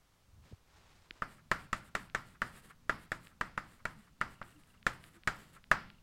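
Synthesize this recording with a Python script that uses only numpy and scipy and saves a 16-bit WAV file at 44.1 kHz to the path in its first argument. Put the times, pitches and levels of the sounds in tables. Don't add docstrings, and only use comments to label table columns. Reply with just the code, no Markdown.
import sys
import numpy as np
from scipy import signal
from scipy.fft import rfft, irfft
from scipy.io import wavfile

SR = 44100
rng = np.random.default_rng(int(sys.argv[2]) if len(sys.argv) > 2 else 0)


def persist_wave(psi):
    counts = np.round(np.clip(psi, -1, 1) * 32767).astype(np.int16)
    wavfile.write(sys.argv[1], SR, np.atleast_2d(counts).T)


N = 265482
TIME = np.arange(N) / SR
AFTER = TIME[:SR]

# (landing [s], lift [s], strength [dB], bending-wave pitch [Hz],
# relative tip crack [dB], relative drag [dB], relative flick at the lift [dB])
TOUCHES = [(1.2204, 1.40, -21, 1500, -13, -72, -45), (1.5146, 1.68, -12, 1630, 0.5, -68, -48),
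           (1.7292, 1.90, -17.5, 1580, 6, -69.5, -51), (1.951, 2.09, -18, 1630, 6.5, -71.5, -50),
           (2.148, 2.365, -17, 1540, 3.5, -73, -45.5), (2.4178, 2.718, -17, 1530, -2, -66, -38.5),
           (2.8945, 3.07, -13.5, 1505, -3, -70.5, -51), (3.1178, 3.33, -21, 1604, 3.5, -71.5, -46.5),
           (3.4109, 3.52, -17, 1460, -2.5, -75, -62), (3.5766, 3.81, -19.5, 1480, -3, -73.5, -46),
           (3.8535, 4.09, -21, 1600, 2, -74.5, -49.5), (4.2124, 4.39, -16, 1510, -3.5, -71.5, -60),
           (4.4147, 4.76, -30.5, 1430, -24, -73, -51), (4.8658, 5.177, -14, 1570, 5, -69, -46),
           (5.2741, 5.58, -12.5, 1590, 3.5, -68, -41.5), (5.7141, 5.86, -7, 1546, -3, -78, -56)]
# (frequency [Hz], relative level [dB])
SCATTER = [(100, -16.5), (400, -10.5), (850, -10.5), (1150, 0.5), (1400, 2.5), (1900, -4.5), (2300, -8.5),
           (3500, -23), (8000, -37), (16000, -82.5)]


def undb(db):
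    return 10 ** (np.asarray(db) / 20)


def unit(x):
    return x / np.sqrt(np.mean(x ** 2))


def add(track, start_s, x):
    i = max(int(round(start_s * SR)), 0)
    track[i:i + len(x)] += x[:N - i]


def log_axis(n, hz):
    bins_hz = np.arange(n // 2 + 1) * SR / n
    return np.log(bins_hz + 1), np.log(hz)


def colour(x, points):
    hz, db = np.transpose(points)
    bins, knots = log_axis(len(x), hz)
    gain = undb(np.interp(bins, knots, db))
    return unit(irfft(rfft(x) * gain, len(x)))


def noise(n, points):
    return colour(rng.standard_normal(n), points)


def fade(t60_s):
    return undb(-60 * AFTER / t60_s)


def ring(hz, t60_s):
    return np.sin(2 * np.pi * hz * AFTER) * fade(t60_s)


def swell(rise_ms):
    return 1 - np.exp(-(1000 * AFTER / rise_ms) ** 2)


def flutter(per_s):
    return unit(np.interp(TIME * per_s, np.arange(N), rng.standard_normal(N)))


def grit(per_s, spread_db):
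    slips = rng.random(N) < per_s / SR
    size_db = spread_db * np.minimum(rng.exponential(size=N), 5)
    return slips * rng.standard_normal(N) * undb(size_db)


def gesture(middle_s, half_s, db):
    return undb(db) * np.exp(-((TIME - middle_s) / half_s) ** 2)


def still_air():
    # (frequency [Hz], relative level [dB])
    air_spectrum = [(20, 5), (60, -4.5), (150, -6.5), (300, -16.5), (800, -18.5), (1150, -17), (1700, -23),
                    (3000, -24), (6000, -26), (10000, -29.5), (16000, -32.5)]
    return undb(-69.5) * noise(N, air_spectrum)


def shirt():
    # (middle [s], half length [s], relative level [dB])
    swishes = [(0.485, 0.052, -69.5), (.76, 0.077, -70), (0.936, 0.13, -70), (1.17, 0.044, -69)]
    # (time [s], relative level [dB], frequency [Hz], t60 [s])
    bumps = [(0.5132, -44.5, 199, 0.047), (0.524, -35.5, 406, 0.0092), (0.5289, -30, 92, 0.042),
             (1.109, -33, 278, 0.0095), (1.11, -48.5, 34.8, 0.13)]
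    # (frequency [Hz], relative level [dB])
    cloth_spectrum = [(200, -1), (600, -1), (1200, -1), (2000, -4.5), (4500, -9), (8000, -16), (14000, -36)]
    stir_db = -78
    rumble = noise(N, [(20, -12.0), (55, -1.5), (80, 0), (150, -10), (300, -27.0), (1000, -53.0)])
    rustle = colour(grit(per_s=16000, spread_db=2.5), cloth_spectrum) * undb(1.1 * flutter(per_s=35))
    rubbing = undb(stir_db) + sum(gesture(*swish) for swish in swishes)
    swing = gesture(middle_s=0.39, half_s=0.086, db=-60)
    out = rumble * (swing + undb(-2.5) * rubbing) + rustle * rubbing
    for time_s, db, hz, t60_s in bumps:
        add(out, time_s, undb(db) * ring(hz, t60_s) * swell(rise_ms=400 / hz))
    return out


def dry_ticks():
    # (time [s], level ahead of the band-pass [dB])
    tick_list = [(1.1086, -18.5), (2.099, -34), (3.2708, -30), (4.208, -35), (4.428, -31), (4.636, -42),
                 (4.8282, -34.5), (5.0401, -30), (5.2352, -33), (5.641, -33.5), (5.9018, -30.5)]
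    out = np.zeros(N)
    for time_s, db in tick_list:
        add(out, time_s, undb(db) * ring(hz=2520, t60_s=0.001))
    band = signal.butter(5, [1400, 5100], "band", fs=SR, output="sos")
    return signal.sosfilt(band, out)


def room_tail():
    # (frequency [Hz], relative level [dB], t60 [s])
    room_bands = [(29.35, -2.5, 0.89), (82.7, -3, 0.74), (167, -1, 0.93), (242, -1, 0.48), (446, -10, 0.46),
                  (833, -5, 0.41), (1310, 6, 0.26), (2000, -2, 0.35), (2440, -13, 0.47),
                  (3800, -24.5, 0.62), (5070, -16, 0.36), (8000, -35, 0.078), (16000, -39.5, 0.24)]
    hz, db, t60_s = np.transpose(room_bands)
    spectrum = rfft(noise(SR, np.column_stack([hz, db])))
    bins, knots = log_axis(SR, hz)
    tail = np.zeros(SR)
    for band, band_t60_s in zip(np.eye(len(hz)), t60_s):
        share = np.interp(bins, knots, band)
        tail += irfft(spectrum * share, SR) * fade(band_t60_s)
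    return tail


def bending_wave(hz, arrive_ms, width_ms, droop_per_ms):
    ms = 1000 * AFTER - arrive_ms
    cycles = hz * ms / 1000 * (1 - droop_per_ms * ms)
    return np.exp(-(ms / width_ms) ** 2) * np.cos(2 * np.pi * cycles)


def tap(strength_db, hz, crack_db):
    # (frequency [Hz], relative level before the random shift [dB], t60 [s])
    board_modes = [(24, -25, 0.12), (86.5, -57.5, .7), (122.65, -39, 0.38), (199, -19, .035),
                   (233, -52.5, 0.29), (376, -38, 0.089), (557.5, -35.5, 0.068), (638, -24.5, 0.06),
                   (1276, -8, 0.0026), (1314, -38.5, 0.24), (1384, -37, 0.44), (1573, -25, 0.073),
                   (2640, -23.5, 0.015), (4930, -34, 0.021), (7170, -25, 0.0019)]
    # (frequency [Hz], relative level [dB])
    crack_spectrum = [(500, 8), (2500, 8.5), (4200, 1), (6000, -3.5), (7400, 1), (9500, -10.5),
                      (13000, -14), (16000, -39.5)]
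    spot_db = 3 * rng.uniform(-1.2, 1, len(board_modes))
    knock = np.zeros(SR)
    for (mode_hz, db, t60_s), shift_db in zip(board_modes, spot_db):
        knock += undb(db + shift_db) * ring(mode_hz, t60_s)

    arrive_ms = 2.35
    echo_ms = 1.0 * np.exp(0.067 * rng.standard_normal())
    wave = bending_wave(hz, arrive_ms, width_ms=0.74, droop_per_ms=0.078)
    echo = undb(-11.5) * bending_wave(hz, arrive_ms + echo_ms, width_ms=0.94, droop_per_ms=0.02)
    scatter = undb(-10.0) * noise(SR, SCATTER) * fade(0.049) * swell(rise_ms=2.6)
    crack_fade = fade(.022) + undb(-11.0) * fade(0.19)
    crack = undb(crack_db - 22) * noise(SR, crack_spectrum) * crack_fade
    room = undb(-25.5) * room_tail() * swell(rise_ms=2.5)
    blow = knock + undb(0.5) * (wave + echo) + scatter + crack + room

    usual_db, thud_db, thud_per_db = -16, 1, -.5
    bass_db = thud_db + thud_per_db * (strength_db - usual_db)
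    bass = signal.sosfilt(signal.butter(1, 450, fs=SR, output="sos"), blow)
    return undb(strength_db) * (blow + (undb(bass_db) - 1) * bass)


def taps():
    flick_lead_s, flick_rise_ms, flick_t60_s = 0.023, 10.3, 0.081
    out = np.zeros(N)
    for landing_s, lift_s, strength_db, hz, crack_db, _, flick_db in TOUCHES:
        add(out, landing_s, tap(strength_db, hz, crack_db))
        scuff = undb(-4.5) * noise(SR, SCATTER) * fade(flick_t60_s) * swell(flick_rise_ms)
        add(out, lift_s - flick_lead_s, undb(flick_db) * scuff)
    return out


def strokes():
    turns = [1.246, 1.823, 2.226, 2.501, 2.62, 2.685, 2.96, 3.185, 3.619, 3.946, 4.57, 4.645, 4.985, 5.133,
             5.522]
    # (frequency [Hz], relative level [dB])
    hiss_spectrum = [(1000, -38), (2800, 1.5), (4500, -2), (6100, -11), (7400, -1), (10000, -2),
                     (13000, -5.5), (16000, -12.5)]
    # (frequency [Hz], relative level [dB])
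    rasp_spectrum = [(60, -4.5), (200, 4), (450, -4), (850, -9.5), (1400, -2.5), (1900, -4), (2600, -15.5),
                     (6000, -43)]
    overlap_s = 0.0066
    ease_db_per_s = -12
    drag, stick = np.zeros((2, N))
    slips = grit(per_s=7000, spread_db=1) * undb(1.5 * flutter(per_s=50))
    for landing_s, lift_s, *_, drag_db, _ in TOUCHES:
        corners = [landing_s] + [s for s in turns if landing_s < s < lift_s] + [lift_s]
        for start_s, end_s in zip(corners, corners[1:]):
            end_s = min(end_s + overlap_s, lift_s)
            speed = np.hanning(max(int((end_s - start_s) * SR), 3)) ** 0.31
            since_landing_s = start_s - landing_s + TIME[:len(speed)]
            pressure = undb(drag_db + ease_db_per_s * since_landing_s)
            add(drag, start_s, pressure * speed)
            stick_hz = 9000 * np.exp(0.066 * rng.standard_normal())
            b, a = signal.iirpeak(stick_hz, 7.5, SR)
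            leg_slips = slips[int(start_s * SR):][:len(speed)]
            rung = unit(signal.lfilter(b, a, leg_slips))
            add(stick, start_s, undb(-10.5) * pressure * speed * rung)
    hiss = undb(1.5) * colour(slips, hiss_spectrum)
    rasp = undb(6) * colour(slips, rasp_spectrum)
    direct = drag * (hiss + rasp) + stick
    tail = room_tail()
    return direct + undb(-18) * signal.fftconvolve(direct, tail / np.linalg.norm(tail))[:N]


def board_rumble():
    writing = np.interp(TIME, [TOUCHES[0][0], TOUCHES[1][0]], [0, 1])
    murmur = noise(N, [(20, 3.5), (60, -3.5), (85, -0.5), (170, -5), (250, -6.0), (350, -26.5),
                       (1500, -56.5)])
    return undb(-68.0) * writing * murmur * undb(2.2 * flutter(per_s=45))


def glide(hz, length_s, fall):
    along = np.linspace(0, 1, int(length_s * SR))
    pitch_hz = hz * (1 + fall * (.5 - along))
    return np.hanning(len(along)) * np.sin(2 * np.pi * np.cumsum(pitch_hz) / SR)


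def small_tones():
    # (reference time, 8 ms after the first onset [s], count, level [dB])
    squeak_runs = [(4.355, 2, -67), (4.491, 3, -67.5), (4.704, 3, -68.5), (5.949, 2, -67.5)]
    # (middle [s], frequency [Hz], level [dB])
    low_blips = [(3.99, 213, -57), (4.571, 300, -59), (5.171, 336, -61.5)]
    out = np.zeros(N)
    for run_s, count, db in squeak_runs:
        for k in range(int(round(count))):
            add(out, run_s + k * .037 - .008, undb(db) * glide(2814, length_s=0.0175, fall=0.24))
    blip_s = .07
    for middle_s, hz, db in low_blips:
        add(out, middle_s - blip_s / 2, undb(db) * glide(hz, blip_s, fall=0.083))
    return out


def scene():
    cloth_and_ticks = shirt() + dry_ticks()
    writing = taps() + strokes() + board_rumble()
    return (still_air() + cloth_and_ticks + writing + small_tones())[None]


def record(dry):
    low_pass = signal.ellip(10, .2, 70, 16000, fs=SR, output="sos")
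    return signal.sosfilt(low_pass, dry)


dry = scene()
out = record(dry)
persist_wave(out)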